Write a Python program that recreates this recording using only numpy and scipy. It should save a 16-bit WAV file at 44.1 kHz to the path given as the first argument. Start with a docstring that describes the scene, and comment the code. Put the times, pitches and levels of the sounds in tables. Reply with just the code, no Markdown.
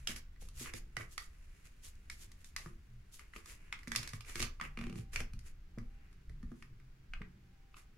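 """Unfolding a paper leaflet

A small folded leaflet is picked out, pried open and pulled flat close to a microphone in a narrow
hallway. Creases buckle with sharp snaps, layers and fingertips slide with stick-slip friction, and
the opening sheet flaps, judders and fans the air. Bare walls reflect every snap; under it all lie
a low rumble, a faint hiss, a passing hum and a far whine."""
import sys
import numpy as np
from scipy import signal
from scipy.fft import rfft, irfft, next_fast_len
from scipy.io import wavfile
from scipy.ndimage import map_coordinates

SR = 44100
rng = np.random.default_rng(int(sys.argv[2]) if len(sys.argv) > 2 else 0)


def generate_wav(signal):
    """Clip the signal to [-1, 1] and save it as 16-bit WAV at the path in sys.argv[1]."""
    frames = np.transpose(np.atleast_2d(signal))
    scaled = np.clip(frames, -1, 1) * 32767
    pcm = np.round(scaled).astype(np.int16)
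    wavfile.write(sys.argv[1], SR, pcm)


N = 351785

# buckling creases: t/s, level/dB, panel f/Hz, sharpness/dB, relative sheet flex/dB, panel T60/s
SNAPS = [(.0727, -31.5, 2850, -2, -19, .01), (.1615, -48.5, 2260, 2.5, -9, 0.011),
         (.3612, -66.5, 1980, -18, -14, .018), (.4866, -66, 2700, 10, -1, .02),
         (.6587, -47, 2100, -13, -4.5, .02), (.7366, -45, 2300, -0.5, -12, 0.0082),
         (.9674, -35, 2040, -8, -9, 0.022), (1.0097, -45, 1960, -22, -5, 0.041),
         (1.179, -39, 1970, -0.5, -5, .03), (1.953, -77, 2300, 6, -15, .01),
         (2.099, -42.5, 2207, -3, -28, 0.019), (2.317, -66.5, 2010, 9, -6, .012),
         (2.4442, -61.5, 1980, 7.5, -20, .01), (2.5633, -40.5, 2070, 2, -12, 0.01),
         (2.6607, -57.5, 1720, -7, 6, 0.0064), (3.1936, -53, 2170, -3, -4.5, 0.013),
         (3.3357, -51, 2000, -21.5, -8, .015), (3.3621, -47.5, 2310, -10, -5, 0.0066),
         (3.4586, -58, 2150, 4, -0.5, 0.017), (3.7258, -35, 2140, -10.5, -16, 0.011),
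         (3.7897, -56, 2160, -5, -17, 0.014), (3.8317, -55.5, 2020, -7, -10, 0.014),
         (3.8733, -48, 2050, -6, -7, 0.018), (3.879, -53, 2180, 3, -20, .013),
         (3.918, -36.5, 2000, -3.5, -11, 0.014), (3.9504, -40, 2060, -6, -5, 0.01),
         (3.96, -35, 2210, 7.5, -16, 0.0048), (3.9844, -45, 2280, -9, -12, 0.0081),
         (4.03, -50.5, 2360, 6.5, -7, .012), (4.0751, -48, 2110, 4.5, -9, .011),
         (4.0904, -56, 2240, 7.5, -18, 0.013), (4.1336, -48, 1960, 0, -4.5, 0.021),
         (4.2072, -50, 2450, -1.5, -6, 0.011), (4.248, -55, 2390, -8, -25, .017),
         (4.356, -41.5, 2370, 0.5, -8.5, 0.0061), (4.3655, -51, 2280, -5, -3, .012),
         (4.3957, -43, 2310, 2, -22, .013), (4.4027, -40, 2030, 3, -3, 0.0038),
         (4.4182, -44, 2700, 5.5, -24, 0.0087), (4.4261, -37.5, 2600, 5, -6, 0.0037),
         (4.5991, -47, 2100, -18, 2.5, 0.012), (4.612, -37, 1940, -10, -4, 0.0097),
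         (5.133, -57, 1780, 3, -1, 0.013), (5.1596, -32.5, 2400, -7, -35, 0.0085),
         (5.2039, -42.5, 2210, -2.5, -21, 0.0037), (5.3344, -60, 2460, 0.5, -9, 0.012),
         (5.3911, -62.5, 2120, 5, -25, 0.0095), (5.7846, -55, 2000, -6, -5.5, .012),
         (6.128, -69.5, 2200, -0.5, -6, 0.0092), (6.2958, -61, 2010, -5.5, -9, 0.0091),
         (6.4287, -61.5, 1840, -8, -2.5, 0.013), (6.5164, -68, 1690, -6, 6.5, 0.014),
         (6.6243, -52.5, 2340, -9, -4, 0.0042), (6.8, -68, 2200, -10, -5, .01),
         (7.136, -42, 2350, -30, -11, 0.0038), (7.2173, -47.5, 2070, -23, -5.5, 0.0073),
         (7.7428, -57.5, 2610, -22, 0.5, .02), (7.768, -64, 2360, 2, 6, 0.01)]
# bending modes of a panel: ratio to the panel frequency, relative level/dB
PANEL_MODES = [(.9, -14.5), (0.997, 2.5), (1.121, -3)]
# where the paper is held: t/s, left minus right level/dB
PAPER_PAN = [(0, -2.5), (1.1, -4), (2.1, -0.5), (3.3, 1), (3.72, -2), (4.4, -3.5), (4.6, -1.5), (7.98, 0)]
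# strokes of paper on paper and skin: fastest at t/s, rise/s, fall/s, hiss level/dB, scrape level/dB
STROKES = [(0.094, 0.032, 0.078, -44.5, -44.5), (0.168, 0.022, .05, -50, -53),
           (.417, 0.027, 0.11, -57, -64.5), (.62, .1, 0.11, -44.5, -53.5), (.662, 0.056, 0.097, -62, -48.5),
           (0.769, 0.054, 0.041, -49, -55.5), (1.005, 0.066, 0.091, -56.5, -53.5),
           (1.124, 0.049, 0.081, -57.5, -76), (1.22, 0.075, 0.1, -58, -74),
           (1.655, 0.024, 0.079, -61.5, -62.5), (1.853, 0.044, .075, -50, -62.5),
           (2.12, 0.02, 0.1, -57.5, -72), (2.23, 0.092, 0.057, -54.5, -63.5), (2.41, .05, .05, -67, -72),
           (2.46, .02, .08, -60.5, -83), (2.585, .025, 0.2, -57.5, -59), (3.136, 0.027, 0.11, -54.5, -80),
           (3.205, 0.038, .12, -68, -61.5), (3.365, 0.056, 0.1, -60, -57.5), (3.49, 0.065, .12, -54, -57.5),
           (3.7, 0.6, .25, -92, -66.5), (3.97, 0.085, .13, -50, -55), (4.035, 0.076, 0.14, -62, -52),
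           (4.14, 0.03, 0.073, -55.5, -59), (4.297, .06, .08, -51.5, -50.5), (4.4, 0.093, .07, -46, -47),
           (4.439, 0.069, 0.072, -54, -47), (4.644, 0.047, 0.072, -61.5, -48),
           (4.82, 0.096, 0.15, -69, -56), (4.98, 0.055, 0.081, -57.5, -60.5),
           (5.142, 0.029, 0.056, -48, -50.5), (5.197, .04, 0.07, -54.5, -48), (5.472, 0.057, .07, -61, -63),
           (6.0, 0.19, 0.32, -92, -70.5), (6.61, 0.19, 0.11, -73.5, -80), (7.78, 0.039, 0.083, -60, -60.5)]
# fingertips never quite at rest on the paper: t/s, hiss level/dB
GRIP = [(0, -68.5), (.3, -84.5), (1.1, -78), (1.6, -74), (1.97, -78), (2.4, -78), (2.95, -82), (3.8, -75),
        (5.1, -84), (5.6, -85), (7.98, -85.5)]
# spectra of the bright and the dull part of friction noise: f/Hz, relative level/dB
HISS_SPECTRUM = [(1800, -12), (3000, 2.5), (3700, 3), (4700, 1), (7000, 4.5), (8500, -1), (10500, 2.5),
                 (13000, -3.5), (15500, -13.5)]
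SCRAPE_SPECTRUM = [(200, 1.5), (450, 3), (750, -6), (1250, -3.5), (1600, 0), (2100, 7), (2800, 5.5),
                   (4200, -29)]
# sheet flaps and finger bumps: t/s, thud level/dB, thud f/Hz, knock level/dB, knock f/Hz
FLAPS = [(.093, -51.5, 216, -60.5, 363), (.421, -60, 119, -57, 494), (.61, -56.5, 190, -51.5, 376),
         (.739, -51, 117, -49, 440), (.968, -48.5, 142, -48, 550), (.997, -55, 135, -53, 534),
         (2.597, -60.5, 140, -63, 650), (2.66, -49.5, 146, -54, 352), (3.361, -59, 207, -58, 480),
         (3.875, -47, 215, -57.5, 440), (3.92, -51.5, 206, -64, 355), (3.961, -52, 117, -54, 510),
         (3.994, -48, 122, -56.5, 680), (4.134, -42, 113, -56, 387), (4.356, -53, 156, -51.5, 400),
         (4.398, -45, 159, -47, 372), (4.425, -45.5, 103, -50.5, 560), (4.612, -53, 140, -63, 780),
         (5.158, -54.5, 113, -55, 473), (5.205, -50.5, 170, -48, 640), (5.335, -46.5, 110, -70, 370),
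         (5.776, -42.5, 167, -49, 385), (6.298, -51.5, 82, -64.5, 396), (6.43, -48, 172, -66, 330),
         (6.517, -53, 229, -52.5, 328), (6.71, -56, 94, -82, 320), (7.207, -46.5, 153, -56, 362)]
# first and last jolt of the judder: snap level/dB, sharpness/dB, thud level/dB, thud f/Hz
FIRST_JOLT, LAST_JOLT = (-44.5, -15.5, -49, 199), (-58.5, -1.5, -44, 125)
# air stirred by the hands: t/s, level/dB
DRAUGHT = [(0, -48.5), (1.1, -49.5), (1.8, -54), (2.1, -51), (3.4, -54), (4.2, -50), (5.2, -46.5),
           (5.9, -51.5), (6.6, -56.5), (7.98, -58)]
# puffs fanned by the open sheet: t/s, level/dB
PUFFS = [(4.44, -38.5), (4.66, -51), (4.85, -42), (5.19, -34), (5.35, -43), (5.8, -41.5), (6.31, -42.5),
         (6.45, -44), (7.15, -41)]
# pressure spectrum of the moving air: f/Hz, relative level/dB
AIR_SPECTRUM = [(10, -2), (22, 5.5), (45, -5), (70, -4.5), (100, -21), (180, -30.5), (400, -71.5)]
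# low resonances of the hallway: f/Hz, bandwidth/Hz, relative level/dB
ROOM_MODES = [(113.3, 18, 4), (182.6, 6.4, 2), (235, 13, 10), (342.2, 12.7, 9), (425.7, 13, 3)]
# reverberation time of the hallway: f/Hz, T60/s
REVERB_TIME = [(150, 0.34), (800, .32), (2100, 0.24), (5500, 0.22), (10000, 0.14), (15000, 0.26)]
# likeness of the echoes at the two microphone ports: f/Hz, correlation (0-1)
ECHO_CORRELATION = [(120, 1), (220, 0.91), (400, 0.47), (700, 0.01)]
# swells of a low hum: peak t/s, half length/s, f/Hz at the peak, sink rate/(Hz/s), level/dB
HUM_SWELLS = [(0, 0.22, 130, 25, -60.5), (.6, 0.17, 130, 20, -60), (2.82, 0.28, 215.7, 120, -67),
              (2.93, 0.14, 121, 50, -58), (4.1, 0.23, 124, 10, -57), (4.7, 0.13, 146, 10, -57),
              (6.22, 0.19, 172, 190, -67), (6.42, 0.22, 145, 20, -56.5), (6.847, 0.3, 133, 40, -64.5),
              (7.4, 0.18, 187, 55, -64)]
# swells of a far whine: peak t/s, level/dB
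WHINE_SWELLS = [(4.92, -75.5), (5.9, -84), (7.66, -83)]
# course of the rumble of the house: t/s, level/dB
RUMBLE_LEVEL = [(0, -68.5), (1, -67), (1.9, -71.5), (2.5, -71.5), (3, -64), (3.6, -67), (5.5, -64.5),
                (7.2, -67), (7.98, -67.5)]
# spectra of the rumble and of the even background hiss: f/Hz, relative level/dB
RUMBLE_SPECTRUM = [(30, -7), (70, 2), (120, 5.5), (180, -2), (260, -8.5), (430, -14.5), (600, -73),
                   (1000, -72)]
QUIET_SPECTRUM = [(300, 11), (600, 1.5), (1200, -2.5), (2100, 3), (3500, -1), (6000, -7), (9000, -21),
                  (15000, -10.5)]
# frequency response of the microphone ports: f/Hz, gain/dB
PORT_RESPONSE = [(600, -1), (900, 1), (1220, 4.5), (1550, 4.5), (2000, 0), (3300, -2.5), (3900, -2.5),
                 (4650, -0.5), (5600, -1), (8300, 1), (9600, 0.5), (13000, -2.5)]


def snaps(rows, buckle_s=0.0013, sheet_hz=1210, sheet_t60=0.012, middling_db=-48.5):
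    """Snap-through buckling: fibres crack, the stiff panel beside the crease rings, the sheet flexes."""
    track, t = np.zeros((2, N)), np.arange(SR // 30) / SR
    # the crease lets go with a tick, then the kink runs along it and dies out
    buckle = amp(-3) * np.exp(-t / 0.00019) + t / buckle_s * np.exp(-t / buckle_s)

    def fibres(correlation):
        """Fibre fracture radiates a few milliseconds of noise."""
        return noise_pair(len(t), correlation) * buckle

    def mode(hz, t60):
        """A damped mode reaches each port at its own phase."""
        phase = rng.normal(0, 0.61, (2, 1))
        onset = 1 - np.exp(-t / 0.00085)
        return np.sin(2 * np.pi * hz * t + phase) * amp(-60 * t / t60) * onset

    for s, db, hz, sharp_db, flex_db, t60 in rows:
        ring = sum(amp(level) * mode(hz * ratio, t60) for ratio, level in PANEL_MODES)
        body = band(fibres(0.36), 0.68 * hz, 1.515 * hz)
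        flex = mode(sheet_hz, sheet_t60)
        skirt = band(fibres(0.055), 235, 1400)
        crack = band(fibres(0.024), 3050, 6380, order=3)
        fizz = band(fibres(0.029), 4760, 12000, order=3)
        # a sharp snap fizzes more, a big slow one less
        fizz_db = -4 + 1.05 * sharp_db - 0.12 * (db - middling_db)
        parts = [(ring, 0), (body, -5), (flex, flex_db - 3),
                 (skirt, -19), (crack, sharp_db), (fizz, fizz_db)]
        snap = sum(amp(db + part_db) * burst(x, 0.0033) for x, part_db in parts)
        pan_db = np.interp(s, *np.transpose(PAPER_PAN))
        add(track, s, hallway(panned(snap, pan_db), wet_db=-4))
    return track


def crinkles(scrape, count=200, max_per_s=20, threshold_db=-68, panel_hz=2310, flex_db=-10, t60=0.017):
    """Buckling threshold: rows of small snaps, at random wherever the paper slides hard enough."""
    when, lottery = rng.random((count, 2)).T
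    size, pitch, sharpness = rng.standard_normal((count, 3)).T
    at = (when * N).astype(int)
    stroke_db = 20 * np.log10(scrape[at])
    level_db = stroke_db - 7.5 + 2.5 * size
    hz = panel_hz * np.exp(0.09 * pitch)
    sharp_db = 2 + 2.5 * sharpness
    gives_way = (lottery * count < max_per_s * N / SR) & (stroke_db > threshold_db)
    return [(at[i] / SR, level_db[i], hz[i], sharp_db[i], flex_db, t60)
            for i in np.flatnonzero(gives_way)]


def sliding(speed_exponent=1.85, grip_scrape_db=2):
    """Power law of friction noise: hiss and scrape amplitudes grow about as sliding speed squared."""
    power = (amp([[0], [grip_scrape_db]]) * amp(over_time(GRIP))) ** 2
    for s, rise_s, fall_s, hiss_db, scrape_db in STROKES:
        t = np.arange(0, rise_s + fall_s, 1 / SR)
        speed = np.interp(t, [0, rise_s, rise_s + fall_s], [0, 1, 0])
        add(power, s - rise_s, (amp([[hiss_db], [scrape_db]]) * speed ** speed_exponent) ** 2)
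    return np.sqrt(power)


def rubbing(hiss, scrape, catches_per_s=900, release_s=0.00098):
    """Stick-slip friction: fibres catch and let go, roughening the noise of sliding paper."""
    catches = (rng.random(N) < catches_per_s / SR) * amp(5.7 * np.clip(rng.standard_normal(N), -2, 2))
    grain = unit(signal.lfilter([1], [1, -np.exp(-1 / (release_s * SR))], catches))
    friction = (1 + 0.55 * grain) * amp(wobble(70))
    direct = amp(-1) * hiss * coloured(friction * noise_pair(N, 0.08), HISS_SPECTRUM)
    direct += amp(-2) * scrape * coloured(friction * noise_pair(N, 0.2), SCRAPE_SPECTRUM)
    return hallway(panned(direct, -0.59), wet_db=-8)[:, :N]


def flaps(rows, thud_t60=0.045, knock_t60=0.021):
    """Impulsive excitation: the sheet swings in one soft push, which drives the low room modes."""
    track, t = np.zeros((2, N)), np.arange(SR // 8) / SR
    for s, thud_db, thud_hz, knock_db, knock_hz in rows:
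        push = noise_pair(len(t), 0.99) * amp(-60 * t / thud_t60)
        slap = noise_pair(len(t), 0.5) * amp(-60 * t / knock_t60)
        thud = burst(band(push, thud_hz / 1.64, thud_hz * 1.267), 0.02)
        knock = burst(band(slap, knock_hz / 1.39, knock_hz * 1.235), 0.01)
        add(track, s, hallway(amp(thud_db) * thud + amp(knock_db) * knock, wet_db=-5.5))
    return filtered(track, room_resonance)


def judder(start_s=4.7734, count=9, first_gap_s=0.016, settled_gap_s=0.0302,
           panel_hz=2420, flex_db=-6, t60=0.0073, knock_db=-55, knock_hz=400):
    """Relaxation to a steady beat: snap and flap rows for the slowing jolts of the sheet pulled flat."""
    gaps = settled_gap_s + (first_gap_s - settled_gap_s) * 0.5 ** np.arange(count - 1)
    times = start_s + np.append(0, np.cumsum(gaps))
    snap_rows, flap_rows = [], []
    for s, (db, sharp_db, thud_db, thud_hz) in zip(times, np.linspace(FIRST_JOLT, LAST_JOLT, count)):
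        snap_rows.append((s, db, panel_hz, sharp_db, flex_db, t60))
        flap_rows.append((s, thud_db, thud_hz, knock_db, knock_hz))
    return snap_rows, flap_rows


def waft(rise_s=0.078, fall_s=0.12):
    """Air displacement: the draught of the hands and puffs from the sheet press on both ports alike."""
    puff_power = sum((amp(db) * swell(s, rise_s, fall_s)) ** 2 for s, db in PUFFS)
    power = amp(over_time(DRAUGHT)) ** 2 + puff_power
    return amp(-1) * np.sqrt(power) * coloured(noise_pair(N, 1), AIR_SPECTRUM)


def hallway(x, wet_db, first_echo_s=0.0019):
    """Reverberation: bare walls add a tail whose treble dies first; long waves reach both ports alike."""
    hz, t, noise = signal.stft(rng.standard_normal((3, SR // 4)), SR, nperseg=512)
    shared = np.clip(over_frequency(ECHO_CORRELATION, hz), 0, 1)[:, None]
    field = np.sqrt(shared) * noise[0] + np.sqrt(1 - shared) * noise[1:]
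    decay = amp(-60 * t / over_frequency(REVERB_TIME, hz)[:, None])
    tail = signal.istft(field * decay, SR, nperseg=512)[1]
    tail *= np.clip(np.arange(tail.shape[1]) / SR / first_echo_s - 1, 0, 1)
    response = amp(wet_db) * tail / np.linalg.norm(tail[0])
    response[:, 0] += 1  # direct path
    return signal.fftconvolve(x, response, axes=1)


def room_resonance(hz):
    """Modal superposition: second-order resonances of the hallway add to a flat direct path."""
    modes = sum(amp(db) * 1j * hz * width / (centre ** 2 - hz ** 2 + 1j * hz * width)
                for centre, width, db in ROOM_MODES)
    return 0.55 + amp(-2) * modes


def hum():
    """Frequency glide: a faint, wavering low tone sinks in pitch during each swell."""
    t, waver = np.arange(N) / SR, 1 + 0.02 * wobble(25)
    tone = np.zeros(N)
    for s, half_s, hz, sink_rate, db in HUM_SWELLS:
        pitch_hz = (hz - sink_rate * (t - s)) * waver
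        tone += amp(db) * swell(s, half_s, half_s) * np.sin(2 * np.pi * np.cumsum(pitch_hz) / SR)
    return np.sqrt(2) * amp(-1 + 4.2 * wobble(14)) * tone


def whine(centre_hz=790, half_s=0.26):
    """Random modulation: a thin tone far off in the house wavers in pitch and level."""
    envelope = sum(amp(db) * np.sqrt(swell(s, half_s, half_s)) for s, db in WHINE_SWELLS)
    pitch_hz = centre_hz * (1 + 0.0206 * wobble(60))
    tone = unit(np.sin(2 * np.pi * np.cumsum(pitch_hz) / SR))
    return envelope * tone * amp(1.5 * wobble(14))


def background(quiet_db=-72):
    """Ambient noise: the fluctuating low rumble of the house and an even hiss."""
    rumble_db = over_time(RUMBLE_LEVEL) + 4.2 * wobble(2.877)
    rumble = amp(rumble_db) * coloured(noise_pair(N, 1), RUMBLE_SPECTRUM)
    return rumble + amp(quiet_db) * coloured(noise_pair(N, 0.093), QUIET_SPECTRUM)


def amp(db):
    """Decibels to amplitude ratio."""
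    return 10 ** (np.asarray(db) / 20)


def unit(x):
    """Normalisation to rms 1."""
    return x / np.sqrt(np.mean(x ** 2) + 1e-20)


def over_frequency(points, hz):
    """Interpolation of (f/Hz, value) points on a logarithmic axis."""
    f, values = np.transpose(points)
    return np.interp(np.log(hz + 1), np.log(f + 1), values)


def over_time(points):
    """Linear interpolation of (t/s, value) points at every sample."""
    return np.interp(np.arange(N) / SR, *np.transpose(points))


def swell(s, rise_s, fall_s):
    """Triangular envelope reaching 1 at time s."""
    return over_time([(s - rise_s, 0), (s, 1), (s + fall_s, 0)])


def wobble(knots_per_s):
    """Slow fluctuation: a spline through random knots."""
    knots = rng.standard_normal(int(N * knots_per_s / SR) + 4)
    return np.repeat(map_coordinates(knots, [np.arange(0, N, 4) * knots_per_s / SR]), 4)[:N]


def filtered(x, response):
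    """Linear filtering: the spectrum of x times a frequency response."""
    size = next_fast_len(N + SR // 2)
    return irfft(rfft(x, size) * response(np.fft.rfftfreq(size, 1 / SR)), size)[..., :N]


def coloured(x, spectrum):
    """Spectral shaping of x, at rms 1."""
    return unit(filtered(x, lambda hz: amp(over_frequency(spectrum, hz))))


def band(x, lo_hz, hi_hz, order=2):
    """Causal band-pass filtering."""
    return signal.lfilter(*signal.butter(order, [lo_hz, hi_hz], 'band', fs=SR), x)


def noise_pair(size, correlation):
    """Partial coherence: left and right noise with a shared part."""
    noise = rng.standard_normal((3, size))
    return np.sqrt(correlation) * noise[0] + np.sqrt(1 - correlation) * noise[1:]


def panned(x, pan_db):
    """Level difference: the left channel gains pan_db over the right."""
    return x * unit(amp([[pan_db / 2], [-pan_db / 2]]))


def burst(x, span_s):
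    """Energy normalisation: each channel carries as much as span_s seconds at rms 1."""
    return x * np.sqrt(span_s * SR / np.sum(x ** 2, axis=-1, keepdims=True))


def add(track, s, x):
    """Superposition of x on the track from time s."""
    start = max(round(s * SR), 0)
    track[:, start:start + x.shape[1]] += x[:, :max(N - start, 0)]


def scene():
    """Superposition: the leaflet in the hands, over the quiet of the house."""
    hiss, scrape = sliding()
    jolt_snaps, jolt_flaps = judder()
    house = background() + hum() + whine()
    handling = waft() + rubbing(hiss, scrape) + flaps(FLAPS + jolt_flaps)
    return house + handling + snaps(SNAPS + jolt_snaps) + snaps(crinkles(scrape))


def record(dry, top_hz=15830):
    """Band-limited response: the microphone ports colour the sound, and nothing passes above top_hz."""
    return filtered(dry, lambda hz: amp(over_frequency(PORT_RESPONSE, hz)) * (hz < top_hz))


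dry = scene()
out = record(dry)
generate_wav(out)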